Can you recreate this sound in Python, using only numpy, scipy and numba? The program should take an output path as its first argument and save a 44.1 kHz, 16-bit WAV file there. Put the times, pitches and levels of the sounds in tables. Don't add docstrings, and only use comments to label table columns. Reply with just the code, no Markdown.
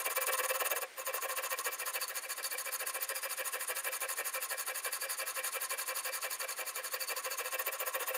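import sys
import numpy as np
from scipy import signal
from scipy.fft import rfft, irfft, next_fast_len
from scipy.io import wavfile
from scipy.ndimage import uniform_filter1d
from numba import njit

SR = 44100
rng = np.random.default_rng(int(sys.argv[2]) if len(sys.argv) > 2 else 0)


def unload_wav(signal):
    wavfile.write(
        sys.argv[1],
        SR,
        np.round(np.clip(np.atleast_2d(signal).T, -1, 1) * 32767).astype(np.int16),
    )


def voltage_ratio(level):
    return 10 ** (np.asarray(level, float) / 20)


N = 360284
STEP = 32

# [t/s, peak level/dB, how far the stone is held back just before/dB]
CATCH_EVENTS = [(0.2675, -17, 2), (0.819, -26, 2), (0.98, -36, 0), (1.5877, -26, 5), (1.645, -30, 5),
                (1.935, -30, 4), (2.08, -21, 0), (2.2927, -30, 2), (2.378, -28, 6), (2.4294, -24, 3),
                (3.0904, -14.5, 6), (4.005, -28, 5), (5.696, -30, 5), (7.2489, -26, 6)]


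def blade_hiss(rough):
    # [f/Hz, width/Hz, level/dB, gain toward the far end of the stone/dB]
    rod_modes = [(3250, 90, -9, 0), (3676, 31, 0, 0), (4890, 160, -3, 6), (4580, 2080, -7, 0)]
    squeal_mode = (4500, 130, 1.5, 0.4)
    holder_modes = [(6430, 230, 2, -6.5), (6896, 450, 0.5, -3), (8060, 1700, -6, 1.5)]
    blade_modes = [(9380, 400, 4.5, -5), (9940, 4900, -2, 0.5)]
    belly_mode = (10961, 289, 1, 2)
    edge_modes = [(14450, 410, 2, 0.36), (13700, 1200, -17, -1.4), (15300, 560, -9, 0)]

    top_s, rise, fall = humps(push=(.49, .355, .35), pull=(.53, .375, .335))
    edge_humps = humps(push=(.53, .22, .2), pull=(.46, .22, .24))
    squeal_db, belly_db, _, _ = along_knife()
    zing_db, zing_shift = zing()
    bite = catches()

    holder_db = answer(-8.1, 5.5, -2.5, 1.4) + .3 * np.interp(top_s, slow_time(), squeal_db)
    blade_db = answer()
    edge_db = answer(-3.3, 6.9, 1.0, 2.5)

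    holder_force = rough * swells(top_s, rise, fall, holder_db, shape=3.2) + bite / 2
    holder = body(holder_force, holder_modes, wander_db=3.0, sag=0.018)

    blade_force = rough * swells(top_s, rise, fall, blade_db, shape=3.7) + bite
    blade = body(blade_force, [belly_mode, *blade_modes], wander_db=2.5, lifts_db=[belly_db])

    edge_force = rough * swells(*edge_humps, edge_db, shape=1.5) + bite / 2
    edge = body(edge_force, edge_modes, wander_db=4.0, sag=.045)

    drag = swells(top_s, 0.95 * rise, 0.95 * fall, (holder_db + blade_db) / 2 - 5, shape=2.23)
    rod = body(rough * drag + 0.33 * bite, [squeal_mode, *rod_modes], wander_db=3.5,
               lifts_db=[squeal_db + zing_db], sag=0.01, glide=.022 * travel() + zing_shift)
    return band(holder, 6420, 7600) + band(blade, 8000, 15000) + band(edge, 11500, 18500) + band(rod, 2540, 6700)


def zing():
    # [middle t/s, half length/s, level/dB, pitch shift/share]
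    spells = [
        (2.03, .04, 8, .01),
        (2.45, .04, 3, .02),
        (3.2, .13, 8, .085),
        (5.08, .17, 5, .03),
        (6.12, .13, 4, .02),
        (7.04, .1, 4, .02),
    ]
    s, half, level_db, shift = np.transpose(spells)
    bell = np.exp(-((slow_time()[:, None] - s) / half) ** 4)
    return bell @ level_db, bell @ shift


def frame_hum(rough):
    # [f/Hz, width/Hz, level/dB, gain toward the far end of the stone/dB]
    base_modes = [(370, 30, -28, 0), (525.8, 41.4, 2, 1), (629, 19, -12, 3.5), (741, 15.5, -7, -5)]
    frame_modes = [(2343, 51, 1, 4.5), (795, 58, -6, 0), (1066, 37.5, 5, -6.5), (1130.4, 36, 0.5, -1),
                   (1317, 86, -2, -2.5), (1652, 130, -1, 2.5), (1821, 80, -3.5, 3), (2614, 56, -1, 1.5),
                   (2880, 21, -29, -4)]
    tipward_db = [-3, -8, 3, 3.5, 0, -3.5, 0, 3.5]

    _, _, sway_db, tip = along_knife()
    pushing = uniform_filter1d(np.sign(np.gradient(travel())), size=12)
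    load_humps = humps(push=(.62, .33, .33), pull=(.44, .27, .49))
    sway_humps = humps(push=(.66, .3, .33), pull=(.42, .24, .42))

    force = rough * swells(*load_humps, answer(0.8, 5, 5.1, 2.8), shape=2.7)
    lifts_db = [gain_db * (tip - .4) for gain_db in tipward_db]
    lifts_db[0] = lifts_db[0] + 1.8 * pushing
    frame = body(force * voltage_ratio(-2.3) + 0.16 * catches(), frame_modes, wander_db=1.5, lifts_db=lifts_db, shared=True)

    sway = rough * swells(*sway_humps, answer(-0.2, 7, 8.5, 0.3), shape=2.7)
    sway = sway * fill(voltage_ratio(sway_db + 1.36 * pushing))
    base = body(sway, base_modes, wander_db=1.26, shared=True)

    frame = steadied(band(frame, 930, 3250), force, share=.6)
    base = steadied(band(band(base, 375, 1020), 252, 2100), sway, share=.7)
    return frame + base


def steadied(sound, force, share):
    heard, given = (uniform_filter1d(v ** 2 / np.mean(v ** 2), size=SR // 14) + .05 for v in (sound, force))
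    return sound * (given / heard) ** (share / 2)


def grit():
    bites = (rng.random(N) < 60 / SR) * rng.uniform(.1, .7, N)
    start, length, _ = strokes()
    chance = rng.standard_normal((len(start), 2))
    grip_s = start + (.3 + .04 * chance[:, 0]) * length
    grips = np.clip(grip_s * SR, 0, N - 1).astype(int)
    bites[grips] = .6 * voltage_ratio(2.2 * chance[:, 1])
    ease_s = .004
    eased = signal.lfilter([1], [1, -np.exp(-1 / (ease_s * SR))], bites + 1e-18)
    rough = fill(voltage_ratio(.8 * drift(120))) * (1 + eased)
    return rough / np.sqrt(uniform_filter1d(rough ** 2, size=SR // 16))


def catches():
    kicks = np.zeros(N)
    for s, level_db, _ in CATCH_EVENTS:
        kicks[round(s * SR)] = voltage_ratio(level_db - 15)
    decay_s = 0.0019
    return signal.lfilter([1], [1, -np.exp(-1 / (decay_s * SR))], kicks + 1e-18)


def held_back():
    t, held_s = np.arange(N) / SR, .022
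    return voltage_ratio(-sum(held_db * ((t > s - held_s) & (t < s)) for s, _, held_db in CATCH_EVENTS))


def strokes():
    turns_s = [-.022, .473, .851, .955, 1.04, 1.273, 1.554, 2.062, 3.205, 3.658, 4.558, 6.02, 6.817, 7.144,
               7.362, 8.19]
    strokes_done = [0, 9, 16, 16, 17, 20, 24, 31, 47, 53, 64, 81, 90, 94, 97, 109]
    number = np.arange(strokes_done[-1])
    start = np.interp(number + 1e-6, strokes_done, turns_s)
    end = np.interp(number + 1 - 1e-6, strokes_done, turns_s)
    return start, end - start, number % 2 - .5


def humps(push, pull):
    start, length, way = strokes()
    top, rise, fall = np.where(way > 0, np.transpose([push]), np.transpose([pull])) * length
    return start + top, rise, fall


def answer(offset_db=0, tip_db=0, push_heel_db=0, push_tip_db=0):
    # [t/s, pressure as blade level/dB, push over pull/dB]
    hand = [(0.0, -39.4, 0.4), (0.3, -36.6, 0.3), (0.75, -38.9, -1.3), (0.83, -43.3, -1.4),
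            (1.0, -46.3, 0.9), (1.1, -41.5, -3.2), (1.95, -40.8, 1.5), (2.1, -42.7, -6.4),
            (2.25, -43.8, -6.4), (2.45, -40.9, -1.7), (2.8, -40.0, -3.5), (3.2, -40.4, -0.1),
            (3.8, -38.9, -1.5), (4.8, -40.7, -0.6), (6.0, -40.1, -0.8), (6.75, -43.7, -0.0),
            (7.1, -42.1, 0.8), (8.17, -42.2, -1.9)]
    # [t/s, level/dB]
    odd_strokes = [
        (.33, 2.5),
        (1.66, 2.5),
        (1.73, -3),
        (1.81, -2.5),
        (1.88, 1.5),
        (5.46, 1.8),
        (7.74, -2.5),
    ]
    start, length, way = strokes()
    s, pressure_db, push_db = np.transpose(hand)
    middle = start + length / 2
    tip = np.interp(middle, slow_time(), along_knife()[3])
    effort_db = np.interp(middle, s, pressure_db)
    lean_db = np.interp(middle, s, push_db) + push_heel_db + (push_tip_db - push_heel_db) * tip
    odd_db = sum(level_db * (abs(middle - at) < length / 2) for at, level_db in odd_strokes)
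    uneven_db = .4 * rng.standard_normal(len(way))
    return effort_db + odd_db + offset_db + tip_db * tip + way * lean_db + uneven_db


def travel():
    start, length, way = strokes()
    times = np.c_[start, start + .999 * length].ravel()
    return np.interp(slow_time(), times, np.c_[-2 * way, 2 * way].ravel())


def along_knife():
    # [t/s, rod squeal/dB, belly mode/dB, base sway against frame/dB, place/heel 0 to tip 1]
    place = [
        (0.0, -5.2, -8.0, -7.3, 0.5),
        (1.0, -4.9, -8.0, -4.7, 0.9),
        (1.9, 1.7, 2.0, -11.4, 0.58),
        (2.4, 7.2, 4.5, -9.7, 0.0),
        (3.4, -3.9, -1.0, -8.9, 0.15),
        (4.6, 2.1, 4.5, -9.7, 0.08),
        (5.8, 3.0, 4.5, -11.3, 0.3),
        (6.8, 6.5, 4.5, -8.5, 0.38),
        (7.3, 4.3, -2.0, -8.6, 0.72),
        (8.17, -11.1, -7.0, -5.4, 1.04),
    ]
    s, *columns = np.transpose(place)
    return [np.interp(slow_time(), s, c) for c in columns]


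def swells(times, rises, falls, levels_db, shape):
    t = slow_time()[:, None] - times
    fade_db = np.minimum(10 * np.abs(t / np.where(t < 0, rises, falls)) ** shape, 120)
    return fill(np.sqrt(np.sum(voltage_ratio(levels_db - fade_db) ** 2, axis=1)))


def body(force, modes, wander_db, lifts_db=(), sag=0, glide=0, shared=False):
    out, lifts_db, place = 0, list(lifts_db) + [0] * len(modes), travel()
    noise = rng.standard_normal(N)
    for (hz, width_hz, level_db, tilt_db), lift_db in zip(modes, lifts_db):
        if not shared:
            noise = np.roll(noise, SR // 3)
        gain = fill(voltage_ratio(level_db + lift_db + tilt_db * place + wander_db * flutter(30)))
        out = out + mode(force * gain * noise, hz * (1 - sag * place ** 2 + glide), width_hz)
        glide = 0
    return out / np.sqrt(sum(voltage_ratio(m[2]) ** 2 * np.pi * m[1] / SR for m in modes))


def mode(x, hz, width_hz):
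    return resonate(x, fill(np.cos(2 * np.pi * hz / SR) + 0 * slow_time()), np.exp(-np.pi * width_hz / SR))


@njit
def resonate(x, turn, r):
    y = np.zeros(len(x))
    for i in range(2, len(x)):
        y[i] = (1 - r * r) / 2 * (x[i] - x[i - 2]) + 2 * r * turn[i] * y[i - 1] - r * r * y[i - 2]
    return y


def band(x, low_hz, high_hz):
    return signal.sosfilt(signal.butter(2, [low_hz, min(high_hz, 20000)], "band", fs=SR, output="sos"), x)


def drift(rate_hz):
    r = np.exp(-2 * np.pi * STEP * rate_hz / SR)
    noise = rng.standard_normal(len(slow_time()) + 300)
    slow = signal.lfilter([1], [1, -2 * r, r * r], noise)[300:]
    return slow / slow.std()


def flutter(rate_hz):
    slow = drift(rate_hz)
    return slow - uniform_filter1d(slow, size=110)


def slow_time():
    return np.arange(N // STEP + 2) * STEP / SR


def fill(control):
    return np.interp(np.arange(N) / STEP, np.arange(len(control)), control)


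def room(x):
    size = next_fast_len(N + SR)
    hz = np.arange(size // 2 + 1) * SR / size
    t60_s = 0.16 / np.sqrt(1 + (hz / 5000) ** 2)
    loops = [voltage_ratio(-60 * lag / t60_s) * np.exp(-2j * np.pi * hz * lag) for lag in rng.uniform(.011, .031, 8)]
    return irfft(rfft(x, size) * sum(g / (1 - g) for g in loops), size)[:N]


def ticking():
    groups_s = np.arange(.0167, N / SR - .04, .0447)
    at = groups_s[:, None] + [0, .0097, .02, .03]
    clicks = np.full(N, 1e-18)
    clicks[(at.ravel() * SR).astype(int)] = voltage_ratio(-24 + 2.2 * rng.standard_normal(at.size))
    hz, width_hz = 9100, 700
    return mode(mode(clicks, hz, width_hz), hz, width_hz)


def hush():
    # [f/Hz, level per Hz/dB]
    spectrum = [(30, -25.5), (200, -21.5), (450, -2.5), (1100, -4), (2060, 0), (3000, -7), (8000, -14),
                (15500, -21)]
    hz, level_db = np.transpose(spectrum)
    grid = np.maximum(np.arange(N // 2 + 1) * SR / N, 1)
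    colour = voltage_ratio(np.interp(np.log(grid), np.log(hz), level_db))
    noise = irfft(rfft(rng.standard_normal(N)) * colour, N)
    return voltage_ratio(-54) * noise / noise.std()


def scene():
    rough = grit() * held_back()
    jig = blade_hiss(rough) + frame_hum(rough)
    return (jig + voltage_ratio(-21) * room(jig) + ticking() + hush())[None]


def band_limit(x):
    return signal.sosfilt(signal.butter(12, 16390, fs=SR, output="sos"), x)


def record(dry):
    cut = signal.sosfilt(signal.cheby2(16, 50, 16020, fs=SR, output="sos"), dry)
    return band_limit(cut)


dry = scene()
out = record(dry)
unload_wav(out)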